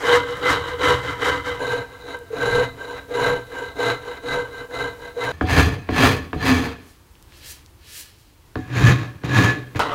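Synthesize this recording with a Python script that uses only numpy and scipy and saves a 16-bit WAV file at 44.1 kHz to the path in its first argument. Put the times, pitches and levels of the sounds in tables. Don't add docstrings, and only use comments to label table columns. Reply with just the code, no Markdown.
import sys
import numpy as np
from scipy import signal
from scipy.fft import rfft, irfft, next_fast_len
from scipy.io import wavfile
from scipy.ndimage import uniform_filter1d

SR = 44100
rng = np.random.default_rng(int(sys.argv[2]) if len(sys.argv) > 2 else 0)


def bounce(signal):
    frames = np.transpose(np.atleast_2d(signal))
    limited = np.clip(frames, -1, 1)
    pcm = np.round(limited * 32767).astype(np.int16)
    wavfile.write(sys.argv[1], SR, pcm)


def boost(x):
    u = np.asarray(x, float) / 20
    return 10 ** u


N = 438354

CUTS_S = [0, 1.594, 5.318, 8.45, 9.794, 9.95]
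# top_s, swell_20db_s, fade_20db_s, blade_db, bench_above_blade_db
FAR_STROKES = [
    (0.135, 0.123, 0.109, -14.8, -21.2),
    (0.319, 0.097, 0.113, -27.5, -16.2),
    (0.521, 0.126, 0.118, -15.8, -16.7),
    (0.684, 0.074, 0.139, -26.4, -12.8),
    (0.892, 0.109, 0.125, -16.2, -12.5),
    (1.094, 0.103, 0.124, -26.5, -12.2),
    (1.29, 0.104, 0.132, -17.3, -17.1),
    (1.495, 0.076, 0.159, -28.0, -11.6),
]
CLOSE_STROKES = [(1.76, .24, .1, -25, -11), (2.03, .262, .414, -43.1, -9), (2.145, .104, .036, -33.6, -19),
                 (2.58, .254, .131, -21.7, -7), (2.929, .206, .148, -34.9, -17),
                 (3.28, .179, .158, -22.5, -9), (3.658, .195, .114, -34, -17),
                 (3.892, .133, .091, -20.9, -12), (4.114, .156, .129, -35.3, -17),
                 (4.343, .117, .146, -25.5, -10), (4.608, .129, .082, -37, -15),
                 (4.823, .124, .139, -27.1, -12), (5.079, .107, .067, -36.9, -18),
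                 (5.283, .129, .26, -26.1, -9)]
# top_s, swell_20db_s, fade_20db_s,
# blade_db, bench_above_blade_db
EDGE_STROKES = [
    (5.32, 0.06, 0.19, -43, 0),
    (5.42, 0.011, 0.034, -32, 8),
    (5.598, 0.14, 0.15, -16, -1),
    (5.9, 0.0075, 0.064, -35.5, 5),
    (6.054, 0.14, 0.15, -15, -6.5),
    (6.34, .006, 0.11, -40, 14),
    (6.517, 0.13, 0.18, -17, -7.5),
]
TIP_STROKES = [
    (8.57, .006, .25, -41, 11),
    (8.895, .185, .16, -18.5, 8.5),
    (9.245, .006, .12, -36, 11),
    (9.44, .178, .15, -17, 3),
    (9.76, .006, .15, -33, 11),
]
UPRIGHT_STROKES = [
    (9.804, .3, 0.18, -17.5, -14.5),
    (9.924, 0.045, .4, -25.5, -6.5),
]
# mode_hz, width_hz, level_db
FAR_MODES = [(79, 15.5, -10), (130.6, 16, -9), (287, 38, -12), (483, 18, 1.5), (975, 36, -4),
             (1034, 180, -8.5), (1317, 147, -7), (1570, 90, -8), (2049, 62, -6), (3004, 180, -17),
             (3108, 240, -17.5), (3840, 490, -22.5), (4560, 67, -27)]
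CLOSE_MODES = [(119.4, 3.2, 0), (262.3, 3.6, -8.5), (275, 16, -11), (477, 24, 2.5), (676, 18.5, -6.5),
               (968, 113, -4.5), (1337, 61, -7), (1568.5, 76, 1.5), (2054, 78, -8), (2980, 130, -15.5),
               (3914, 306, -13), (5830, 450, -37), (6480, 670, -35), (7110, 350, -28), (8000, 170, -32.5),
               (8300, 150, -46), (9000, 300, -35), (10370, 840, -35.5), (10570, 270, -42)]
EDGE_MODES = [(82.6, 15, -9.5), (126, 20, -1.5), (248, 19, -2.5), (277, 27, -17), (465, 30, -15.5),
              (715, 59, -18.5), (1124, 88, -19.5), (1738, 200, -19.5), (2296, 47, -24), (2526, 110, -23),
              (3270, 350, -26), (4120, 160, -30.5), (4660, 140, -32.5), (6270, 350, -32.5)]
TIP_MODES = [(81, 38, -12.5), (122.9, 7.1, 7), (253, 20, -18.5), (340, 14, -21), (746, 51, -29),
             (1105, 95, -24), (1696, 95, -15), (2460, 170, -35), (3200, 180, -35), (3810, 400, -33.5),
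             (6470, 540, -37)]
UPRIGHT_MODES = [(560, 55, -16), (975, 190, 2.5), (1220, 160, 3.5), (1990, 230, -9), (2970, 980, -16.5),
                 (3970, 250, -13)]
# freq_hz, density_db_per_hz
FAR_WOOD = [(40, -30), (70, -13), (400, -20), (800, -10), (2100, -8), (2500, -21), (4300, -27),
            (5300, -29.5), (7700, -34.5), (8300, -38.5), (15500, -46.5)]
CLOSE_WOOD = [(40, -16.5), (70, -19.5), (345, -14), (730, -4.5), (1700, -8), (2400, -12), (4400, -27),
              (5200, -26.5), (7300, -28), (8100, -36), (15500, -34)]
EDGE_WOOD = [(40, -24), (70, 2), (250, -9), (600, -17), (2600, -19.5), (3000, -29), (5000, -27.5),
             (5400, -34), (7100, -32.5), (7600, -36.5), (15500, -39)]
TIP_WOOD = [(40, -20), (100, -7), (250, -12), (600, -17), (2600, -16.5), (3000, -24), (4400, -26.5),
            (5300, -29.5), (7000, -23), (7500, -35), (15500, -37.5)]
UPRIGHT_WOOD = [(40, -16), (90, -2), (283, -11), (1400, 6), (1600, -5), (4200, -14.5), (5000, -16),
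                (15500, -37)]
# small_modes_db, hiss_db
SETUPS = [
    (-6, -47),
    (-8.5, -48),
    (-5, -50.5),
    (-12, -49),
    (-6, -49),
]
CEILINGS = [
    .56,
    .6,
    1.0,
    1.05,
    .6,
]
ARMS = [
    (2.7, 1.3),
    (3.7, 1.6),
    (2, 1),
    (2.8, 1),
    (1.5, 1),
]
HAND = (2.6, 1)
# above_blade_db, swing_share, late_s, top_flatness
FOLLOW = [
    [(1.1, 0.56, 0.041, .9), (-5, 0.82, -0.0059, 0.92), (-17.5, 1.0, -0.000081, 0.72)],
    [(.6, 0.87, 0.028, 0.57), (-2.5, .9, -0.012, 1.53), (-21, 1, -0.0073, .9)],
    [(3, 0.81, 0.023, 1.14), (-2.5, 0.84, 0.0091, 1.15), (-15.5, 1.16, 0.007, 1.16)],
    [(1, 1.15, .003, .7), (-1.5, .92, .002, .9), (-16, 1.3, .001, 1)],
    [(-3.5, 0.81, .005, .95), (-10.5, 0.43, .005, 0.54), (-22, 1.4, 0.0013, 1)],
]
# above_drag_db, swing_share, late_s, top_flatness
DUST = (0.74, 1.56, 0.01, 0.68)
# start_s,
# peak_db, pitch_hz, width_hz
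TICKS = [(0.372, -27, 9000, 12000), (2.17, -34, 9000, 9000), (2.19, -31, 9000, 9000),
         (2.21, -37.5, 469, 19), (2.303, -27.5, 457, 40), (2.33, -21, 455, 44), (2.58, -15.5, 479, 47),
         (2.61, -12.5, 480, 50), (3.088, -31, 472, 48), (3.107, -26, 481, 40), (3.519, -30, 1570, 300),
         (4.712, -30, 1570, 280), (5.166, -25, 477, 52), (5.67, -35, 465, 7.5), (6.14, -33, 465, 12),
         (6.489, -9.5, 253, 8.5), (6.599, -28.5, 465, 7.4), (9.441, -18, 1716, 11.3),
         (9.501, -35.5, 465, 8.2), (7.154, -40, 2800, 1200), (7.226, -32, 6000, 14000),
         (7.323, -36, 1990, 1800), (7.662, -31.5, 4500, 5200), (9.7934, -15, 9000, 20000)]
# start_s, peak_db, contact_ms
KNOCKS = [
    (5.408, -8.5, 0.6),
    (5.887, -13, 0.82),
    (6.328, -13.5, 0.55),
    (8.553, -15.5, 0.78),
    (9.233, -19.5, 1),
    (9.746, -23.5, 1),
]
# mode_hz, level_db, t60_s
LANDING = [(81.5, -4, 0.31), (113.4, -17, 0.52), (195, -2, 0.072), (258.6, 1.5, 0.14), (322.4, 2.5, 0.094),
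           (452, 2.5, 0.06), (636, 2, 0.042), (740, -5, 0.4), (863, -1.5, 0.037), (1066, 12.5, 0.0096),
           (1674, 14, 0.018), (2360, -14.5, .03), (3300, -20, .1)]
# top_s, swell_20db_s, fade_20db_s, drag_db, dust_above_drag_db
WIPES = [
    (6.9, .2, .25, -61, 3),
    (7.379, .107, .219, -52.5, -3),
    (7.51, .125, .119, -44, 5),
    (8.002, .204, .16, -44, 5),
    (8.2, .1, .5, -62, 0),
]
# freq_hz, density_db_per_hz
SKIN = [(180, -61.5), (300, -29), (455, -0.5), (762, -11), (1750, 1), (3580, 7.5), (16000, 4)]
# freq_hz, density_db_per_hz
SHOP = [(12, -36.5), (20, -1.5), (74, 11), (216, -9), (347, -3), (388, -9), (678, -15.5), (949, -11.5),
        (1610, -17), (7110, -24.5), (16000, -26)]

BENCH_HZ, LEG_HZ, BLADE_HZ, TOP_HZ = 180, 600, 5000, 16500
SHOP_T60_S, ECHO_DB = 0.11, -15


def unit(x):
    return x / np.sqrt(np.mean(x ** 2))


def colour(x, response):
    size = next_fast_len(len(x) + SR // 2)
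    f = np.fft.rfftfreq(size, 1 / SR) + 0.0011
    return irfft(rfft(x, size) * response(f), size)[:len(x)]


def smooth(points):
    hz, db = np.transpose(points)
    return lambda f: boost(np.interp(np.log(f), np.log(hz), db))


def ringing(modes, order=1):
    def response(f):
        total = 0
        for k, (hz, width_hz, db) in enumerate(modes):
            damping = 1j * f * width_hz
            total = total + (-1) ** k * boost(db) * (damping / (hz ** 2 - f ** 2 + damping)) ** order
        return total
    return response


def between(low_hz, high_hz):
    return lambda f: 1 / (1 + (f / high_hz) ** 8) - 1 / (1 + (f / low_hz) ** 8)


def walk(size, rate):
    hold = int(SR / rate)
    levels = np.repeat(rng.standard_normal(size // hold + 1), hold)
    slewed = uniform_filter1d(uniform_filter1d(levels, hold), hold)
    return unit(slewed[:size])


def add(track, s, sound, peak_db):
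    i = int(s * SR)
    track[i:i + len(sound)] += (sound * boost(peak_db) / np.abs(sound).max())[:N - i]


def bites(size, rate, spread_db, chatter_db, chatter_rate):
    hit = rng.random(size) < rate / SR
    force = np.minimum(rng.exponential(size=size), 4)
    sign = rng.standard_normal(size)
    chatter = boost(chatter_db * walk(size, chatter_rate))
    return unit(hit * boost(spread_db * force) * sign * chatter)


def played(t, strokes, arm, above_db=0, swing=1, late_s=0, flat=1, own=False):
    power, coarse = 0, t[::32]
    for s, swell_s, fade_s, db, own_db in strokes:
        away = coarse - s - late_s
        span_s = np.where(away < 0, swell_s, fade_s)
        curve = flat * np.where(away < 0, *arm)
        drop_db = 20 * np.abs(away / span_s) ** curve
        power = power + boost(db + above_db + own * own_db - swing * drop_db) ** 2
    return np.interp(t, coarse, np.sqrt(power))


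def room_tone():
    return unit(colour(rng.standard_normal(N), smooth(SHOP))) * boost(1.0 * walk(N, 2.5))


def bench_sway(t, teeth, strokes, modes, wood, wood_db, arm, law):
    def bench(f):
        return (ringing(modes)(f) + boost(wood_db) * smooth(wood)(f)) * between(1, BENCH_HZ)(f)
    sway = colour(teeth, bench)
    steady = sway / np.sqrt(uniform_filter1d(sway ** 2, size=SR // 12))
    return steady * played(t, strokes, arm, *law, own=True)


def rasp_band(teeth, fibres, slide, gain, modes, wood, wood_db, low_hz, high_hz):
    order = 2 if low_hz >= LEG_HZ else 1

    def ring(some):
        return lambda f: ringing(some, order)(f) * between(low_hz, high_hz)(f)

    def fill(f):
        return boost(wood_db) * smooth(wood)(f) * between(low_hz, high_hz)(f)

    f = np.linspace(1, SR / 2, 8000)
    force = gain / np.sqrt(np.mean(np.abs(ring(modes)(f)) ** 2 + fill(f) ** 2))
    even = colour(teeth * force * slide, ring(modes[::2]))
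    odd = colour(teeth * force / slide, ring(modes[1::2]))
    return even - odd + colour((0.65 * fibres + 0.5 * teeth) * force, fill)


def rasp(t, strokes, modes, wood, wood_db, arm, follow):
    teeth = bites(len(t), 5000, 2.52, 1.14, 90)
    fibres = bites(len(t), 5000, 2.07, 3.5, 34.36)
    slide = boost(1.7 * walk(len(t), 40.09))
    bench_law, leg_law, fibre_law = follow
    out = bench_sway(t, teeth, strokes, modes, wood, wood_db, arm, bench_law)
    bands = [(leg_law, BENCH_HZ, LEG_HZ), ((), LEG_HZ, BLADE_HZ), (fibre_law, BLADE_HZ, TOP_HZ)]
    for law, low_hz, high_hz in bands:
        gain = played(t, strokes, arm, *law)
        out = out + rasp_band(teeth, fibres, slide, gain, modes, wood, wood_db, low_hz, high_hz)
    return out


def workshop_answer():
    t = np.arange(SR // 2) / SR
    tail = rng.standard_normal(len(t)) * boost(-60 * t / SHOP_T60_S) * (t > .006)
    dull = colour(tail, lambda f: 1 / (1 + (f / 5000) ** 2) / (1 + (200 / f) ** 2))
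    return unit(dull) / np.sqrt(len(t))


def ticks():
    out = np.zeros(N)
    impulse = np.eye(1, SR // 3)[0]
    for s, db, hz, width_hz in TICKS:
        add(out, s, colour(impulse, ringing([(hz, width_hz, 0)], order=2)), db)
    return out


def knocks():
    out = np.zeros(N)
    modes = [(hz, np.log(1000) / np.pi / t60, db + 20 * np.log10(t60)) for hz, db, t60 in LANDING]

    def dull(f):
        return ringing([(1500, 2500, 0)])(f) / (1 + 1j * f / 3500) ** 4

    for s, db, contact_ms in KNOCKS:
        push = np.zeros(SR // 4)
        first_s, second_s = 0.00996 + 0.0028 * rng.random(), 0.026 + 0.0077 * rng.random()
        for at, share in ((0, 1), (first_s, .3), (second_s, .4)):
            width = int(contact_ms * (1 + 80 * at) * SR / 1000) + 3
            add(push, at, np.hanning(width), 20 * np.log10(share))
        crack = rng.standard_normal(len(push)) * np.exp(-np.arange(len(push)) / (0.0037 * SR))
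        blow = unit(colour(push, ringing(modes))) + .2 * unit(colour(crack, dull))
        add(out, s + 1 / 400, blow, db)
    return out


def wiping_fingers(t):
    dust = bites(N, 16000, 0.59, 0.37, 50)

    def drag(f):
        return (smooth(SKIN)(f) + ringing([(1715, 60, 6), (3600, 300, 3)])(f)) * between(1, BLADE_HZ)(f)

    def hiss(f):
        return smooth(SKIN)(f) * between(BLADE_HZ, TOP_HZ)(f)

    dragging = unit(colour(dust, drag)) * played(t, WIPES, HAND)
    hissing = unit(colour(dust, hiss)) * played(t, WIPES, HAND, *DUST, own=True)
    return dragging + hissing


def scene():
    t, out = np.arange(N) / SR, np.zeros(N)
    tone, answer = room_tone(), workshop_answer()
    small = ticks() + knocks() + wiping_fingers(t)
    work = [(FAR_STROKES, FAR_MODES, FAR_WOOD),
            (CLOSE_STROKES, CLOSE_MODES, CLOSE_WOOD),
            (EDGE_STROKES, EDGE_MODES, EDGE_WOOD),
            (TIP_STROKES, TIP_MODES, TIP_WOOD),
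            (UPRIGHT_STROKES, UPRIGHT_MODES, UPRIGHT_WOOD)]
    for k, (strokes, modes, wood) in enumerate(work):
        wood_db, hiss_db = SETUPS[k]
        here = (t >= CUTS_S[k]) & (t < CUTS_S[k + 1])
        near = rasp(t[here], strokes, modes, wood, wood_db, ARMS[k], FOLLOW[k]) + small[here]
        echo = boost(ECHO_DB) * signal.fftconvolve(near, answer)[:len(near)]
        heard = near + echo + boost(hiss_db) * tone[here]
        out[here] = heard / (1 + (heard / CEILINGS[k]) ** 6) ** (1 / 6)
    return out[None]


def roll_off(x):
    return signal.sosfilt(signal.butter(12, 16650, fs=SR, output="sos"), x)


def record(dry):
    top_cut = signal.ellip(10, .1, 60, 15750, fs=SR, output="sos")
    kept = signal.sosfilt(top_cut, dry)
    return roll_off(kept)


dry = scene()
out = record(dry)
bounce(out)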